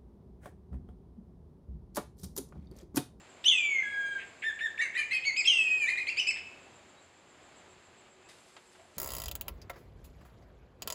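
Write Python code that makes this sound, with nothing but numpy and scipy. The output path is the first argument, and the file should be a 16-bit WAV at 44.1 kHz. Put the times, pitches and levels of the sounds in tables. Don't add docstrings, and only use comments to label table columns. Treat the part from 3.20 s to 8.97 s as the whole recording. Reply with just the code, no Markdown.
import sys
import numpy as np
from scipy import signal
from scipy.fft import rfft, irfft, next_fast_len
from scipy.io import wavfile
from scipy.ndimage import uniform_filter1d, map_coordinates

SR = 44100
rng = np.random.default_rng(int(sys.argv[2]) if len(sys.argv) > 2 else 0)


def materialize(psi):
    bounded = np.clip(np.atleast_2d(psi).T, -1, 1)
    quanta = np.round(bounded * 32767).astype(np.int16)
    wavfile.write(sys.argv[1], SR, quanta)


def gain_from_decibels(decibels):
    exponent = np.asarray(decibels, float) / 20
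    return 10 ** exponent


N = 254456
T = np.arange(N) / SR


def unit(x):
    return x / np.sqrt(np.mean(x ** 2) + 1e-20)


def along(points, hz):
    f, v = np.transpose(points)
    return np.interp(np.log(hz + 1), np.log(f + 1), v)


def curves(rows, t=T):
    s, *cols = np.transpose(rows)
    return [np.interp(t, s, c) for c in cols]


def wobble(rate):
    knots = rng.standard_normal(int(N * rate / SR) + 4)
    return unit(map_coordinates(knots, [T * rate]))


def filtered(x, response):
    m = next_fast_len(len(x) + 8192)
    gain = response(np.fft.rfftfreq(m, 1 / SR))
    return irfft(rfft(x, m) * gain, m)[:len(x)]


def hump(n, hz, width_hz):
    noise = rng.standard_normal(n)
    return unit(filtered(noise, lambda f: 1 / (1 + ((f - hz) / width_hz) ** 2) ** 2))


# [t/s, level/dB]
BUSH_LEVEL = [(0.0, -59), (1.7, -59), (3.26, -58), (4.56, -61.5), (4.82, -61.5), (5.77, -63)]
# [t/s, level/dB]
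LEAF_LULL = [(4.88, 4.5), (4.92, 1), (5.08, 4.5), (5.09, 4)]
# [f/Hz, level/dB per Hz]
RUSH_COLOUR = [(15, -53), (25, -16), (79, -4.5), (133, -5), (359, -2.5), (457, -3.5), (666, -2.5),
               (1340, -7), (2560, -9), (5010, -17.5), (5730, -22), (7300, -9.5), (8130, -23),
               (12200, -38.5), (15500, -62)]
# [f/Hz, width/Hz, level/dB]
ENGINE_LINES = [(88, 4.7, -73), (370.5, 19, -67.5)]


def bush():
    rush = unit(filtered(rng.standard_normal(N), lambda f: gain_from_decibels(along(RUSH_COLOUR, f))))
    hum = sum(gain_from_decibels(db + 1.5 * wobble(3)) * hump(N, hz, width) for hz, width, db in ENGINE_LINES)
    swell = gain_from_decibels(curves(BUSH_LEVEL)[0] + 0.97 * wobble(3.0))
    return swell * (gain_from_decibels(-1.93 + curves(LEAF_LULL)[0]) * rush + gain_from_decibels(57) * hum)


# [t/s, level/dB]
CHORUS_LEVEL = [(0.0, -66.5), (5.77, -73)]


def cicadas():
    cycle = 2 * np.pi * 7.27 * (T - 4.25) + .15 * wobble(1.5)
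    chorus = gain_from_decibels(-9) * hump(N, 7350, 450)
    # f/Hz, width/Hz, lead/rad
    for hz, width_hz, lead in [(7600, 240, .45), (7230, 280, -.4)]:
        throb = (.5 + .5 * np.cos(cycle + lead)) ** 2.2
        chorus += gain_from_decibels(3 + 1.8 * wobble(5)) * throb * hump(N, hz, width_hz)
    return gain_from_decibels(curves(CHORUS_LEVEL)[0]) * chorus


# [t/s, length/s, level/dB, centre f/Hz]
PUFFS = [(0.24, 0.011, -35.5, 3300), (0.979, 0.065, -45.5, 2200), (1.221, 0.03, -37.5, 2137),
         (1.39, 0.019, -40, 2300), (1.578, 0.0083, -39, 2400), (1.597, 0.042, -51.5, 2500),
         (1.743, 0.034, -42.5, 2200), (1.788, 0.013, -53.5, 2400), (1.905, 0.046, -40.5, 2400),
         (1.945, 0.058, -46, 2600), (2.037, 0.025, -41, 2800), (2.163, 0.0061, -32.5, 2800),
         (2.244, 0.018, -37, 3000), (2.755, 0.0063, -37, 2200), (2.867, 0.012, -37.5, 2600),
         (2.963, 0.042, -41, 2600), (3.071, 0.0065, -33.5, 2600), (3.158, 0.032, -42, 2400)]


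def rasps():
    out = np.zeros(N)
    for s, length, db, hz in PUFFS:
        n = round(length * SR)
        puff = hump(n, hz, 740)
        puff = puff + gain_from_decibels(-17.0) * hump(n, 1.47 * hz, 1200)
        puff = puff + gain_from_decibels(-30.5) * hump(n, 3.67 * hz, 1400)
        swell = np.sin(np.pi * (np.arange(n) / n) ** .7) ** .6
        out[round(s * SR):][:n] += gain_from_decibels(db) * puff * swell
    return out


# [t/s, pitch f/Hz, level/dB, second membrane level/dB]
LONG_NOTES = [
    ("lead", [(0.242, 2170, -51.5, 3.5), (0.25, 2726, -38, -15.5), (0.262, 2985, -23.5, -42), (0.281, 3214, -24, -18.5)]),
    ("fall", [(0.281, 3552, -17.5, -32), (0.295, 3382, -22, -28.5), (0.31, 3083, -27, -30), (0.327, 2780, -28, -14), (0.345, 2640, -33, -20.5), (0.41, 2385, -31.5, -41.5), (0.5, 2267, -35, -43), (0.57, 2130, -28, -35), (0.627, 2038, -36, -18.5)]),
    ("hold", [(0.628, 1694, -40, -14), (0.66, 1654, -34.5, -31), (0.72, 1658, -36, -20.5), (0.8, 1632, -35.5, -24.5), (0.88, 1618, -34, -22), (1.0, 1585, -47.5, -10)]),
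              ("lead", [(2.25, 2406, -45.5, -27), (2.26, 2656, -28, -23), (2.272, 2740, -31.5, -22)]),
    ("split", [(2.272, 3296, -24.5, -17), (2.288, 3155, -20.5, -25), (2.31, 2860, -27.5, -23), (2.34, 2773, -33, -15.5), (2.4, 2616, -26.5, -27.5), (2.47, 2512, -35.5, -21.5), (2.53, 2528, -32, -20.5), (2.59, 2508, -33.5, -21), (2.666, 2270, -32, -16.5)]),
]
# [t/s, pitch f/Hz, level/dB, second membrane level/dB]
CLOSING_NOTE = [
    ("arch", [(3.068, 2304, -32, -24), (3.078, 2568, -31.5, -38), (3.092, 2655, -27.5, -45), (3.103, 2400, -37.5, -30), (3.116, 2060, -34.5, -16)]),
]


def long_whistles():
    for voice, rows in LONG_NOTES + CLOSING_NOTE:
        cut = span(rows[0][0], rows[-1][0])[0]
        yield (voice, cut, *curves(rows, T[cut]))


CATCH_DB, CATCH_S = -12, 0.0053
CALM_DB = -45


def span(start, end):
    cut = slice(round(start * SR), round(end * SR))
    u = (T[cut] - start) / (end - start)
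    return cut, u, np.exp(-np.minimum(u, 1 - u) * (end - start) / CATCH_S)


# [start t/s, end t/s, first f/Hz, top f/Hz, level/dB]
ARCHED = [
    (1.235, 1.313, 1690, 1807, -31.5),
    (1.406, 1.479, 1710, 1848, -31),
    (2.05, 2.112, 2117, 2256, -29),
    (2.165, 2.224, 2295, 2562, -28),
]


def arched_notes():
    for start, end, first_hz, top_hz, db in ARCHED:
        cut, u, catch = span(start, end)
        voice, top = ("hoot", .47) if top_hz < 2000 else ("arch", 0.345)
        up, down = np.clip(1 - u / top, 0, 1), np.clip((u - top) / (1 - top), 0, 1)
        hz = top_hz - (top_hz - first_hz) * (up ** 2.0 + 1.88 * down ** 1.5)
        level_db = db + np.interp(u, [0, 0.54, 1], [-8.5, 0, -10])
        yield voice, cut, hz, level_db, CALM_DB + (CATCH_DB - CALM_DB) * catch


# [start t/s, break t/s, first f/Hz, last f/Hz, level at break/dB]
CLIMBING = [(1.587, 1.612, 1762, 1962, -24.5), (1.749, 1.772, 1810, 2076, -27.5),
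            (1.909, 1.928, 1975, 2193, -25), (2.667, 2.695, 1788, 2184, -27.5),
            (2.771, 2.791, 1865, 2237, -26.5), (2.87, 2.896, 1986, 2495, -26),
            (2.968, 2.995, 2130, 2686, -24)]
# [end t/s, first f/Hz, last f/Hz, level/dB, second membrane level/dB]
AFTER_BREAK = [(1.669, 2269, 2012, -31.5, -7.5), (1.836, 2432, 2250, -32, -7),
               (1.986, 2572, 2415, -29, -16), (2.742, 2435, 2405, -37, -16),
               (2.834, 2523, 2366, -35.5, -24.5), (2.931, 2726, 2380, -33, -20),
               (3.03, 2986, 2610, -28.5, -27.5)]


def climbing_notes():
    for climb, after in zip(CLIMBING, AFTER_BREAK):
        start, snap, first_hz, last_hz, db = climb
        end, high_hz, low_hz, high_db, second_db = after

        cut, u, catch = span(start, snap)
        bend = (2038 / first_hz) ** 5
        hz = first_hz + (last_hz - first_hz) * np.abs(u) ** bend
        level_db = db - 18.5 * np.abs(1 - u) ** 0.91
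        yield "climb", cut, hz, level_db, CALM_DB + (CATCH_DB - CALM_DB) * catch

        cut, u, catch = span(snap, end)
        hz = high_hz + (low_hz - high_hz) * np.abs(u) ** 2.1
        voice, jolt_db = ("rough", -4.5) if snap < 2.0 else ("broken", 3.5)
        level_db = high_db - 6 * u + jolt_db * np.exp(-u * (end - snap) / 0.0079)
        yield voice, cut, hz, level_db, second_db + (CATCH_DB - second_db) * catch


def stretches():
    yield from long_whistles()
    yield from arched_notes()
    yield from climbing_notes()


PRESSED_VOICES = ["fall", "split", "rough", "broken"]
# [f/Hz, level/dB]
OCTAVE_OPEN = [(3300, -17.5), (3700, -17), (4400, -9), (5100, -8), (6000, -11), (6500, -14.5)]
OCTAVE_PRESSED = [(4200, -40), (4700, -35), (5400, -32.5), (5900, -22.5), (6400, -18.5), (7000, -19.5)]
# [f/Hz, level/dB]
THIRD_OVERTONE = [(4900, -34.5), (5500, -33), (6300, -26.5), (6800, -14.5), (7700, -21.5), (8800, -26),
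                  (9800, -41), (10600, -53)]
# [f/Hz, level/dB]
UPPER_OVERTONES = [(5000, -35), (6500, -16), (8500, -29), (10500, -39), (12500, -61.5), (15000, -79.5)]
EVEN_OVERTONES = {"fall": -21, "split": -3, "rough": 0, "broken": 0, "hold": -4}
WEARING_DULL = {"arch": -9, "hoot": -7, "climb": -14, "broken": -11.5, "rough": -8.5}


def overtone_levels(voice, v, hz, db1, bright_db):
    worn = np.arange(len(hz)) / len(hz)
    dim_db = WEARING_DULL.get(voice, 0) * worn ** 2
    octave = OCTAVE_PRESSED if voice in PRESSED_VOICES else OCTAVE_OPEN
    levels = [db1,
              dim_db + db1 + v["octave_db"] + along(octave, 2 * hz),
              dim_db + db1 + v["twelfth_db"] + along(THIRD_OVERTONE, 3 * hz)]
    for k in (4, 5, 6, 7):
        db = db1 + dim_db + v["upper_db"] + bright_db + along(UPPER_OVERTONES, k * hz)
        if k % 2 == 0:
            db = db + EVEN_OVERTONES.get(voice, 0)
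        levels.append(db - 90 * (k * hz > 16000))
    return levels


def membrane_lines(k, phase, beat, second_db, v):
    sum_share = 0 if k == 1 else (2 / k) ** 1.1
    below_db = np.minimum(second_db + sum_share * v["sum_db"], 8)
    above_db = second_db + v["mirror_db"] + (k > 2) * 0.25 * v["sum_db"]
    mixed = gain_from_decibels(below_db) * np.sin(phase - beat) + gain_from_decibels(above_db) * np.sin(phase + beat)
    second_order = np.sin(phase - 2 * beat) + gain_from_decibels(-3) * (k == 1) * np.sin(phase - 3 * beat)
    return mixed + gain_from_decibels(below_db + second_db - 1.5) * second_order


REGISTERS = { "lead": dict(octave_db=2, twelfth_db=3, upper_db=-3, mirror_db=-4.5, sum_db=4, loose=0.059, hoarse=.12, stack=.05),
             "fall": dict(octave_db=0, twelfth_db=-1, upper_db=1, mirror_db=-4.5, sum_db=-1.5, loose=0.022, hoarse=0.067, stack=.01),
             "hold": dict(octave_db=-2, twelfth_db=-4, upper_db=.5, mirror_db=-16, sum_db=-0.5, loose=0.061, hoarse=.02, stack=0.014),
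             "split": dict(octave_db=4, twelfth_db=-2.5, upper_db=-1, mirror_db=-5, sum_db=18.5, loose=0.025, hoarse=0.12, stack=.05),
             "arch": dict(octave_db=3, twelfth_db=7, upper_db=-5.5, mirror_db=-3.5, sum_db=0.5, loose=0.13, hoarse=0.046, stack=.03),
             "hoot": dict(octave_db=5, twelfth_db=2, upper_db=-2.5, mirror_db=2, sum_db=1.5, loose=.12, hoarse=.05, stack=.02),
             "climb": dict(octave_db=5, twelfth_db=4.5, upper_db=-1.5, mirror_db=-5.5, sum_db=4, loose=0.019, hoarse=0.12, stack=0.036),
             "rough": dict(octave_db=10, twelfth_db=-9, upper_db=-0.5, mirror_db=-6.5, sum_db=24.5, loose=0.058, hoarse=0.1, stack=0.27),
             "broken": dict(octave_db=10, twelfth_db=-4, upper_db=1.5, mirror_db=-8, sum_db=20, loose=0.14, hoarse=0.23, stack=0.091),
             }
# [t/s, brightness level/dB]
BEAK_GAPE = [(.25, -2.5), (.33, 8), (.62, -15.5), (.64, -18), (1.0, -9), (1.25, -1.5), (1.6, -0.5),
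             (1.8, 5), (1.95, 5.5), (2.07, 0), (2.2, 3), (2.27, -4.5), (2.45, 3), (2.65, 5), (2.9, 3.5),
             (3.1, 11)]
CYCLE_GRIT = {"rough": .22, "broken": .22, "split": .06}


def whistle():
    out = np.zeros(N)
    bright_db, = curves(BEAK_GAPE)
    grit = wobble(500)
    tremor = 1 + .0015 * wobble(150)
    slack, scatter, shiver = wobble(120), wobble(60), wobble(900)
    for voice, cut, hz, db1, second_db in stretches():
        v, t = REGISTERS[voice], T[cut]
        steady_hz = uniform_filter1d(hz, size=260, mode="nearest")
        turn = 2 * np.pi * np.cumsum(steady_hz * tremor[cut]) / SR
        drift = 2 * np.pi * np.cumsum(hz * v["loose"] * slack[cut]) / SR
        lock = -.42 if voice == "hold" else 1 / 4
        beat = lock * (turn + drift)
        tone = 0
        for k, db in enumerate(overtone_levels(voice, v, hz, db1, bright_db[cut]), 1):
            blur = (k - .8) * v["hoarse"] * shiver[cut]
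            tug = (k - .6) ** 0.98 * v["stack"] * np.sin(beat)
            phase = k * turn + blur + tug
            tone = tone + gain_from_decibels(db) * (np.sin(phase) + membrane_lines(k, phase, beat, second_db, v))
        gate = np.clip(np.minimum(t - t[0], t[-1] - t) / 0.0024, 0, 1)
        unsteady = gain_from_decibels((.5 + 14 * v["hoarse"]) * scatter[cut])
        rough = 1 + CYCLE_GRIT.get(voice, 0) * grit[cut]
        out[cut] += np.sqrt(2) * gate * unsteady * rough * tone
    return gain_from_decibels(2.0) * out


def beak(x):
    return filtered(x, lambda f: 1 / np.sqrt(1 + (1450 / (f + 1)) ** 10))


# [f/Hz, t60/s, level/dB]
TREE_TAIL = [(1500, 0.46, -6), (2500, 0.73, -5.5), (4000, 0.44, -5.5), (6500, 0.45, -1),
             (10100, 0.14, -2.5)]
# [delay t/s, level/dB]
TRUNK_ECHOES = [(.012, -8), (.031, -20.5), (.072, -27.5), (.11, -25)]


def trees(x):
    hz, t, z = signal.stft(rng.standard_normal(SR), SR, nperseg=256)
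    band_hz, t60, level_db = np.transpose(TREE_TAIL)
    t60 = along(np.c_[band_hz, t60], hz)[:, None]
    level_db = along(np.c_[band_hz, level_db], hz)[:, None]
    decay = gain_from_decibels(level_db - 60 * t / t60) / np.sqrt(t60 * SR / np.log(1e6))
    tail = signal.istft(z * decay, SR, nperseg=256)[1]
    for delay, db in TRUNK_ECHOES:
        tail[round(delay * SR):][:300] += gain_from_decibels(db) * rng.standard_normal(300) / np.sqrt(300)
    return signal.fftconvolve(np.pad(x, (150, 0)), tail)[:N]


# [t/s, length/s, from f/Hz, to f/Hz, level/dB]
FAR_PEEPS = [
    (3.764, 0.047, 3750, 4050, -62),
    (4.995, 0.157, 2546, 2600, -67.5),
    (5.578, 0.063, 646, 672, -56),
    (5.65, 0.011, 690, 730, -56),
]


def peeps():
    out = np.zeros(N)
    for s, length, from_hz, to_hz, db in FAR_PEEPS:
        u = np.arange(round(length * SR)) / (length * SR)
        turn = 2 * np.pi * np.cumsum(from_hz + (to_hz - from_hz) * u) / SR
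        glide = np.sin(turn + 0.48 * wobble(210)[:len(u)])
        out[round(s * SR):][:len(u)] += gain_from_decibels(db) * np.sin(np.pi * u) * glide
    return out


# [t/s, decay t60/s, level/dB, low f/Hz, high f/Hz]
HISS_AND_SNAPS = [(5.086, 5.5, -65, 3530, 10800), (5.088, 0.27, -53, 349, 11160),
                  (5.152, 0.037, -71, 2000, 6940), (5.185, 0.037, -57, 2000, 6050),
                  (5.108, .05, -55, 900, 5000), (5.13, .05, -60, 1500, 6000), (5.365, 0.054, -45.5, 294, 5200),
                  (5.37, 0.1, -56, 300, 1190), (5.376, 0.11, -55, 1810, 3030), (5.55, 0.15, -58.5, 1200, 2970),
                  (5.595, 0.11, -57, 1000, 2500)]
# [t/s, level/dB]
WING_BEATS = [
    (5.27, -60.5),
    (5.51, -59.5),
    (5.75, -58.5),
]


def wings():
    out = np.zeros(N + SR)
    t = T[:SR]
    rows = [(0.00084, *row) for row in HISS_AND_SNAPS]
    rows += [(0.0138, s, 0.3, db, 4300, 9500) for s, db in WING_BEATS]
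    for rise, s, t60, db, low_hz, high_hz in rows:
        def band(f):
            edges = 1 / (1 + (low_hz / (f + 1)) ** 2) / (1 + (f / high_hz) ** 5)
            return edges / np.sqrt(1 + f / 3000) / (1 + (f / 12000) ** 10)

        swish = unit(filtered(rng.standard_normal(len(t)), band))
        out[round(s * SR):][:len(t)] += gain_from_decibels(db - 60 * t / t60) * (1 - np.exp(-t / rise)) * swish
    return out[:N]


def scene():
    kite = beak(whistle() + rasps())
    return (bush() + cicadas() + kite + trees(kite) + peeps() + wings())[None]


# [f/Hz, width/Hz, depth 0-1]
HOUSING_DIPS = [(5756, 210, 0.52), (6860, 370, 0.46)]


def housing(x):
    def dips(f):
        gains = [1 - min(depth, .95) / (1 + ((f - hz) / width) ** 2) for hz, width, depth in HOUSING_DIPS]
        return np.prod(gains, axis=0)

    return filtered(x, dips)


def top_cut(x):
    return signal.sosfilt(signal.butter(12, 15680, fs=SR, output="sos"), x)


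def record(dry):
    mix = housing(dry[0])[None]
    return top_cut(mix)


dry = scene()
out = record(dry)
materialize(out)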